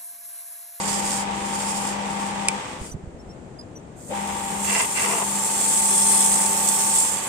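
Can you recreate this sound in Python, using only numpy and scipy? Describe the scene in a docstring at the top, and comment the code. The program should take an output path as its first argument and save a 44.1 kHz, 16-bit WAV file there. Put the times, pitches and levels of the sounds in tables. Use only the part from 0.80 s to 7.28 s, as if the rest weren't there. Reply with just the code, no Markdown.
"""A small workshop, close to a belt-driven wood lathe. Its motor hums, its belt and bearings rattle, and
a gouge (a curved chisel) hisses through light cuts. A steel tool is laid down with a clack, the motor is
switched off, and the wood coasts with soft bumps and thin squeaks. The belt grunts as the motor starts
again. The wood is scraped twice and sandpaper hisses along it, over the low noise of the room."""
import sys
import numpy as np
from scipy import signal
from scipy.fft import rfft, irfft
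from scipy.io import wavfile
from scipy.ndimage import map_coordinates

SR = 44100
rng = np.random.default_rng(int(sys.argv[2]) if len(sys.argv) > 2 else 0)


def transcribe(u):
    """Save the signal u as a 16-bit wav file named by the first command-line argument.

    u: samples, shape (n,) or (channels, n), limited to [-1, 1]; the rate is SR.
    q: integer samples, one column per channel.
    """
    v = np.clip(np.atleast_2d(u).T, -1, 1)
    q = np.round(v * 32767).astype(np.int16)
    wavfile.write(sys.argv[1], SR, q)


N = 285768
T = np.arange(N) / SR
FREQS = np.maximum(np.arange(N // 2 + 1) * SR / N, 1)
OFF_S, ON_S = 1.775, 3.32  # the motor is switched off, then on again


def motor():
    """Magnetic forces make the motor hum and whine. The tones shift with the load and stop with the power."""
    # the wavering hum after the restart: time_s, level_db
    hum_levels = [(3.33, -41), (3.38, -35.5), (3.7, -43), (3.73, -37), (3.93, -34.5), (3.99, -43),
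                  (4.22, -50), (4.27, -35), (4.36, -42), (4.56, -33.5), (4.68, -46), (4.72, -38.5),
                  (5.0, -42), (5.03, -37.5), (5.89, -38.5), (6.01, -44), (6.05, -37.5), (6.25, -47.5),
                  (6.36, -45), (6.48, -52)]
    # weak tones of the frame: pitch_hz, cutting_db, sanding_db, left_lead_rad
    frame_tones = [(62, -66, -58, .3), (398.6, -59, -48, .3), (492, -60, -53, .3), (586.8, -52, -62, .3),
                   (748.5, -63, -54, .3), (841, -57, -50, .3), (852, -49, -62, .3), (869, -42, -60, 2.5),
                   (957, -49, -62, 2.5), (968, -48, -58, .3), (1120, -57, -51, .3), (1152, -60, -54, .3)]
    ramp_s, sanding = 0.025, load()
    power = np.clip(np.maximum(OFF_S - T, T - ON_S) / ramp_s + .5, 0, 1)
    hum_db = np.where(T < (OFF_S + ON_S) / 2, -35.5, curve(hum_levels)[0])
    hum = undb(hum_db) * tone(200.8 - 1.6 * sanding, side_db=5.5, lead=0, wobble=.053, flutter_db=.26)

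    def gain(cutting_db, sanding_db):
        return undb(cutting_db) * (1 - sanding) + undb(sanding_db) * sanding

    # the whine of the motor's slots flares at the restart and sinks while the scrapes drag on the wood
    surge = undb(8 * fade(ON_S, t60=.6) * (T > OFF_S + ramp_s))
    drag = undb(-6 * swell(start=3.65, length=1.1))
    whine = gain(-39, -43) * tone(791.3, side_db=5.5, lead=0, wobble=.12, flutter_db=1.4)
    upper_whine = gain(-58, -33.5) * tone(891.4, side_db=5, lead=1.3, wobble=.036, flutter_db=.5)
    belt = gain(-35, -48) * tone(913.5, side_db=5.5, lead=2.4, wobble=.12, flutter_db=.5)
    tones = whine * surge * drag + upper_whine + belt
    for hz, cutting_db, sanding_db, lead in frame_tones:
        tones += gain(cutting_db, sanding_db) * tone(hz, side_db=4.5, lead=lead, wobble=.5, flutter_db=1.3)
    ease_off = undb(-28 * np.maximum(T - 6.15, 0))  # 28 dB a second, near the end
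    return (hum + tones * ease_off) * power


def drive():
    """Belt and bearings rattle and ring the metal housing, which throbs with the motor's uneven pull."""
    # tone colour of the rattle: pitch_hz, level_db
    rattle_colour = [(50, -30), (100, -21), (170, -9.5), (290, -8.5), (640, -9), (900, -3.5), (1400, -11.5),
                     (2000, -10), (3400, -14), (4200, -21), (6000, -21), (8500, -18.5), (10500, -67),
                     (15000, -79)]
    # resonances of the housing, running freely and braked by sanding: pitch_hz, width_hz, level_db
    housing_free = [(171, 25, -5), (516, 64, -5.5), (874, 210, 0), (1127, 120, -4), (1997, 200, -11.5),
                    (2476, 160, -13)]
    housing_loaded = [(169.5, 29, -6), (565, 110, -6.5), (781, 63, 0), (917, 52, 2), (1147, 110, -1.5),
                      (2000, 260, -10.5), (2530, 240, -9)]
    throb_hz = 100.4  # half the pitch of the hum
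    throb = undb(2.1 * np.sin(2 * np.pi * throb_hz * T) + .58 * walk(70))
    rattle = colour(diffuse(grit(rate=9000, spread_db=1.5)), rattle_colour)
    knocks = diffuse(grit(rate=3000, spread_db=1.5) * throb)
    ringing = resonate(knocks, housing_free) * (1 - load()) + resonate(knocks, housing_loaded) * load()
    rattle_db = np.interp(T, [OFF_S, ON_S], [-33, -34])
    ringing_db = np.interp(T, [OFF_S, ON_S], [-35, -38])
    motion = speed() ** .84 + undb(-28.5)  # a faint rattle stays while the wood coasts
    return motion * (undb(rattle_db) * rattle + undb(ringing_db) * ringing)


def sandpaper():
    """Sharp grains tear at the wood, shriller when pressed; coarse grains add a rasping hiss."""
    # how hard the hand presses, as loudness: time_s, level_db, left_minus_right_db
    pressure = [(3.15, -62, -2.0), (3.2, -51, -1), (3.36, -41.5, 0), (3.8, -34.5, 1), (3.86, -27.5, -4.5),
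                (4.01, -26.5, -1), (4.07, -30, 1.5), (4.22, -26.5, 0.5), (4.32, -27.5, 2), (4.42, -29, 1),
                (4.69, -27, -1), (4.9, -22, 1), (5.12, -21, -1.5), (5.31, -18, 0.5), (5.48, -20, -1.5),
                (5.75, -25.5, -2), (6.09, -23, -2), (6.2, -20, -0.5), (6.4, -31.5, -5.0), (6.48, -33, -3.0)]
    # tone colour of the main hiss: pitch_hz, level_db
    hiss_colour = [(1500, -30), (3000, -24.5), (4200, -18), (5500, -15), (6500, -8), (7500, -4),
                   (8300, -0.5), (9000, -2.5), (9700, -7.5), (10500, -17.5), (12500, -20.5), (15500, -49)]
    # bands of the rasping hiss, a shrill sizzle and a dusty top: pitch_hz, width_hz, level_db
    rasp_bands = [(3400, 500, -22), (4600, 700, -20), (5500, 900, -15.5), (6400, 700, -13),
                  (7200, 700, -11.5), (11000, 1500, -18)]
    shrill_band = [(8760, 1770, 0)]
    dusty_band = [(13800, 3000, 0)]
    # the hollow under the hand rings higher as the grip tightens: time_s, pitch_hz
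    hollow_pitch = [(3.9, 7400), (4.7, 7500), (5.05, 7900), (5.3, 8550), (5.5, 8050), (5.9, 7900),
                    (6.25, 7550), (6.48, 7450)]
    # where each part of the hiss is heard: pitch_hz, left_minus_right_db
    hiss_sides = [(3000, 2), (5500, -0.5), (7200, -3), (8000, -2), (8900, 8.5), (10500, 0), (14000, 1)]
    level_db, side_db = curve(pressure)
    neck = swell(start=5.48, length=.75)  # the paper slides down to the narrow part of the piece
    firm_db = -18.5  # at this level the sizzle is as strong as the main hiss
    shrill_gain = undb(.94 * (level_db - firm_db))
    grains = colour(grit(rate=16000, spread_db=.5), hiss_colour)
    fine = grit(rate=20000, spread_db=1)
    coarse = grit(rate=1900, spread_db=1.5)
    # each band of the rasping hiss wavers in level at random
    rasp = sum(undb(db + 1.5 * walk(18)) * resonate(coarse, [(hz, width, 0)])
               for hz, width, db in rasp_bands)
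    sizzle = shrill_gain * resonate(fine, shrill_band)
    dust = undb(-15 + 4.5 * neck) * resonate(fine, dusty_band)
    hiss = (grains + sizzle + dust + undb(3.5 * neck) * rasp) / np.sqrt(1 + shrill_gain ** 2)
    hollow = glide(grit(rate=6000, spread_db=1), curve(hollow_pitch)[0], width=700)
    hiss = reflect(shade(hiss + hollow * undb(-7) * pan(-8), hiss_sides))
    hiss /= np.std(hiss.mean(axis=0))
    flicker_db = .65 * walk(220) + .35 * walk(45)
    touching = np.clip((T - pressure[0][0]) / .022, 0, 1)
    return hiss * undb(level_db + flicker_db) * pan(side_db) * touching


def gouge():
    """The edge peels fine shavings that spray against the lathe's base."""
    # cuts and light touches: start_s, end_s, attack_s, level_db, left_minus_right_db
    cuts = [(-.17, 0.146, 0.33, -25, -2), (0.137, 0.39, 0.12, -26.5, 0.5), (0.48, 1.094, 0.34, -30.5, 0),
            (1.22, 1.47, 0.092, -43, 0), (1.968, 2.088, 0.061, -40.5, 4)]
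    # tone colour of the shavings: pitch_hz, level_db
    chip_colour = [(1500, -10.5), (3400, -8.5), (4100, -12), (4700, -3), (5600, -5), (6100, -6.5),
                   (6700, -1), (7700, 2), (8300, -1), (8950, 2.5), (9600, -7), (10300, -17), (11500, -11.5),
                   (12400, -23), (14500, -17), (15500, -24)]
    # where each part of their hiss is heard: pitch_hz, left_minus_right_db
    chip_sides = [(3000, -1), (5500, -3.5), (6700, -5.5), (7600, -9.5), (8300, -6), (8950, 9), (10500, 2),
                  (14000, 0)]
    chips = shade(colour(grit(rate=9000, spread_db=-1), chip_colour), chip_sides)
    cutting = sum(undb(db) * stroke(start, end, attack, release=.064) * pan(side_db)
                  for start, end, attack, db, side_db in cuts)
    spray = undb(-43.5) * speed() * (T < ON_S)  # loose shavings fly between cuts too
    return reflect(chips) * np.hypot(cutting, spray) * undb(1.2 * walk(45.06))


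def scrapes():
    """Hard, coarse contact chatters on the wood: a rasp bites and slackens while a hollow note builds."""
    # the two scrapes: start_s, end_s, attack_s, rasp_db, body_db
    strokes = [(3.838, 4.04, .12, -20.5, -30), (4.142, 4.418, .025, -25, -28.5)]
    # high and low resonances of the wood: pitch_hz, width_hz, level_db
    rasp_modes = [(1690, 260, -1), (2050, 260, 5.5), (2320, 280, 4), (2640, 320, 4.5), (3350, 600, -6),
                  (4700, 2400, -10)]
    body_modes = [(440, 150, -0.5), (700, 88, 0.5), (965, 360, 3)]
    chatter = diffuse(grit(rate=1500, spread_db=1.5))
    rasp = resonate(chatter, rasp_modes) * pan(-1.8)
    body = resonate(chatter, body_modes)
    out = np.zeros((2, N))
    for start, end, attack, rasp_db, body_db in strokes:
        sag_db = 42 * np.maximum(T - start, 0)
        out += rasp * undb(rasp_db - sag_db) * stroke(start, end, attack, release=.03)
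        out += body * undb(body_db) * stroke(start, end, attack=.1, release=.03)
    return out * undb(1.1 * walk(80))


def clack():
    """Steel hits the tool rest, bounces and is damped by the hand; the lathe and walls echo briefly."""
    # the hit and its bounces: start_s, level_db
    hits = [(1.6845, -3), (1.6853, -4), (1.6881, -17)]
    # tone colour of the dry crack of steel on steel: pitch_hz, level_db
    crack_colour = [(500, -16), (3000, -10), (4200, -9), (6500, 0), (9200, 0), (10000, -9), (15000, -25)]
    # ringing notes of the tool and its rest: pitch_hz, decay_s, level_db
    steel_modes = [(620, .015, -22), (1040, .015, -20), (2315, .075, -21.5), (2450, .014, -10),
                   (3079, .07, -25), (3400, .05, -26), (4000, .008, -19), (5050, .009, -11),
                   (5900, .008, -10), (6500, .006, -10), (7750, .007, -6), (8450, .008, -1.5),
                   (8900, .008, -2.5)]
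    contact_s = .0005
    out = np.zeros((2, N))
    for start, hit_db in hits:
        contact = undb(hit_db) * np.clip((T - start) / contact_s, 0, 1)
        crack = undb(-5.5) * colour(rng.standard_normal((2, N)), crack_colour) * fade(start, t60=.006)
        steel = [sum(undb(db) * ring(start, hz, t60, phase) for hz, t60, db in steel_modes)
                 for phase in (0, np.pi / 2)]  # left, right
        out += contact * (crack + np.array(steel))
    tail = unit(rng.standard_normal((2, N)) * fade(0, t60=.1)) / np.sqrt(N)
    echo = irfft(rfft(out) * rfft(tail), N)
    return (out + undb(-20) * echo) * pan(-.6)


def coasting():
    """With the power off, the turning shaft bumps dully through the base and gives stuttering squeaks."""
    # dull bumps: start_s, level_db, pitch_hz, decay_s
    bumps = [(2.012, -24, 60, .07), (2.12, -31, 60, .08), (2.143, -24, 170, .06), (2.148, -29, 70, .07),
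             (2.151, -22, 175, .06), (2.238, -26, 130, .04), (2.274, -26.5, 70, .06), (2.343, -31, 90, .05),
             (2.485, -35, 45, .09)]
    # thin squeaks: start_s, level_db, pitch_hz, length_s, left_minus_right_db
    squeaks = [(2.105, -37, 5980, .035, -4), (2.375, -56, 5390, .06, 2), (2.482, -51, 5380, .055, 0),
               (2.785, -40, 4960, .025, -4), (2.806, -39.5, 4960, .015, -4), (2.817, -57, 4930, .03, -4),
               (2.949, -42, 5950, .038, 2), (2.984, -55, 6080, .024, 2)]
    out = pan(-6) * sum(undb(db) * ring(start, hz, t60) for start, db, hz, t60 in bumps)
    waver = 1 + .004 * walk(250)
    stutter = 1 + .2 * walk(160)
    for start, db, hz, length, side_db in squeaks:
        phase = 2 * np.pi * hz * np.cumsum(waver) / SR + np.array([[np.pi / 2], [0]])
        squeak = np.sin(phase) + undb(-12) * np.sin(2 * phase)  # with a faint octave
        out += undb(db) * swell(start, length) * stutter * squeak * pan(side_db)
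    return out


def belt_slip():
    """The belt slips and grunts for an instant as the motor starts to pull."""
    # resonances of the grunt: pitch_hz, width_hz, level_db
    grunt_modes = [(560, 130, 0), (190, 60, -7)]
    grunt = resonate(diffuse(grit(rate=2700, spread_db=4.5)), grunt_modes)
    return grunt * undb(-31) * swell(start=3.279, length=.072)


def workshop():
    """The low, gently moving noise of the room, and a rumbling draught from the spinning wood."""
    # tone colour of the room: pitch_hz, level_db
    room_colour = [(25, -17), (60, -3.5), (120, -2), (200, -1.5), (450, -6.5), (750, -11), (1200, -20.5),
                   (2200, -26.5), (3500, -35.5), (5500, -38), (7500, -30), (9200, -36.5), (10500, -54),
                   (15000, -60)]
    air = colour(diffuse(rng.standard_normal((2, N))), room_colour)
    draught = resonate(rng.standard_normal((2, N)), [(38, 140, 0)])
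    shielded = np.clip((T - 3.9) / .5, 0, 1)  # the hand covers the wood
    air_db = -41.1 + .5 * walk(5.08) - 3.5 * shielded
    draught_db = -57.5 + 2.5 * walk(7) - 16 * shielded
    return air * undb(air_db) + draught * undb(draught_db)


def speed():
    """Speed of the drive, 0-1: it runs down after the switch-off and jumps back at the restart."""
    run_down_s, spin_up_s = .34, .06
    return np.clip(np.maximum(1 - (T - OFF_S) / run_down_s, .5 + (T - ON_S) / spin_up_s), 0, 1)


def load():
    """How hard the sanding brakes the motor, 0-1."""
    start_s, rise_s = 3.556, 1.32
    return np.clip((T - start_s) / rise_s, 0, 1)


def reflect(pair):
    """Hiss bounces off the base and the tool rest, along paths that drift as the hand moves."""
    # echo delays, a row for left and a row for right: first_s, second_s
    echo_delays = [(.0013, .0031), (.0017, .0026)]
    drift_s = .00004
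    out = []
    for x, delays in zip(pair, echo_delays):
        echoes = sum(map_coordinates(x, [(T - delay - drift_s * walk(3)) * SR], mode="mirror")
                     for delay in delays)
        out.append(x + undb(-11) * echoes)
    return unit(np.array(out))


def diffuse(pair):
    """Blend two noises into a surrounding sound: alike in the bass, where the motor's side is louder."""
    # how left and right compare: pitch_hz, likeness (0-1), left_minus_right_db
    stereo_field = [(25, .4, 0), (60, 1, 3), (200, 0.9, 6), (354, 0.87, 4), (820, 0.1, 2.5), (1300, 0, 1.5),
                    (2420, 0, 0.5), (4660, 0, -2.5), (15000, 0, -5)]
    likeness, side_db = over_hz(stereo_field)
    likeness = np.clip(likeness, -.99, .99)
    a, b = rfft(pair)
    mid, side = a * np.sqrt(1 + likeness), b * np.sqrt(1 - likeness)
    return unit(irfft(np.array([mid + side, mid - side]) * pan(side_db), N))


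def grit(rate, spread_db):
    """Tiny uneven impacts, about `rate` a second; each has its own sign and strength left and right."""
    hits = (rng.random(N) < rate / SR) * undb(spread_db * np.minimum(rng.exponential(size=N), 4))
    return unit(hits * rng.standard_normal((2, N)))


def tone(hz, side_db, lead, wobble, flutter_db):
    """A wavering machine tone. Its phase wanders by `wobble` and is `lead` ahead on the left (radians)."""
    phase = 2 * np.pi * np.cumsum(hz * np.ones(N)) / SR + wobble * walk(9)
    wave = np.sqrt(2) * np.sin(phase + np.array([[lead], [0]]))
    return wave * pan(side_db) * undb(flutter_db * walk(14))


def ring(start, hz, t60, phase=0):
    """One struck note that dies away by 60 dB in t60 seconds."""
    out = np.zeros(N)
    live = slice(int(start * SR), int((start + 2 * t60) * SR))
    age = T[live] - T[live][0]
    out[live] = np.sin(2 * np.pi * hz * age + phase) * np.exp(-np.log(1000) * age / t60)
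    return out


def resonate(x, modes):
    """Pass a sound through resonances (pitch_hz, width_hz, level_db), at rms 1."""
    body = sum(undb(db) / (1 + 1j * (FREQS ** 2 - hz ** 2) / (FREQS * width)) ** 2
               for hz, width, db in modes)
    return unit(irfft(rfft(x) * body, N))


def glide(x, hz, width):
    """A resonance whose pitch moves."""
    centre = np.mean(hz)
    band = signal.hilbert(resonate(x, [(centre, width, 0)]))
    return np.real(band * np.exp(2j * np.pi * np.cumsum(hz - centre) / SR))


def colour(x, rows):
    """Give a sound a tone colour (pitch_hz, level_db), at rms 1."""
    return unit(irfft(rfft(x) * undb(over_hz(rows)[0]), N))


def shade(pair, rows):
    """Colour left and right differently (pitch_hz, left_minus_right_db)."""
    return irfft(rfft(pair) * pan(over_hz(rows)[0]), N)


def stroke(start, end, attack, release):
    """Rise from the start, hold until the end, then let go; all in seconds."""
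    return np.clip(np.minimum((T - start) / attack, 1 - (T - end) / release), 0, 1)


def swell(start, length):
    """A smooth rise and fall, timed in seconds."""
    return np.sin(np.pi * np.clip((T - start) / length, 0, 1)) ** 2


def fade(start, t60):
    """Stay at 1 until the start, then fall by 60 dB every t60 seconds."""
    return np.exp(-np.log(1000) * np.clip((T - start) / t60, 0, 10))


def walk(rate):
    """A random wander around zero that turns `rate` times a second."""
    knots = rng.standard_normal(4096)
    return 1.6 * np.interp(T * rate, np.arange(len(knots)), knots)


def curve(rows):
    """The columns of a time table, one value a sample."""
    times, *columns = np.transpose(rows)
    return [np.interp(T, times, column) for column in columns]


def over_hz(rows):
    """The columns of a pitch table, one value for each of FREQS."""
    hz, *columns = np.transpose(rows)
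    return [np.interp(np.log(FREQS), np.log(hz), column) for column in columns]


def pan(db):
    """Left and right gains; positive decibels lean left."""
    return undb(np.array([[.5], [-.5]]) * db)


def undb(db):
    """Decibels to gain."""
    return np.exp(np.asarray(db) * np.log(10) / 20)


def unit(x):
    """Scale to an average strength (rms) of 1."""
    return x / np.sqrt(np.mean(x ** 2))


def scene():
    """Machine, hand work and room together; the machine strains louder during the firmest sanding."""
    strain = undb(1.7 * swell(start=4.87, length=1.43))
    machine = (motor() + drive()) * strain + belt_slip() + coasting()
    hands = gouge() + sandpaper() + scrapes() + clack()
    return machine + hands + workshop()


def record(dry):
    """Clip peaks at full scale and cut the highest treble."""
    top_hz = 15500
    return signal.sosfilt(signal.ellip(10, .1, 80, top_hz, fs=SR, output="sos"), np.clip(dry, -1, 1))


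dry = scene()
out = record(dry)
transcribe(out)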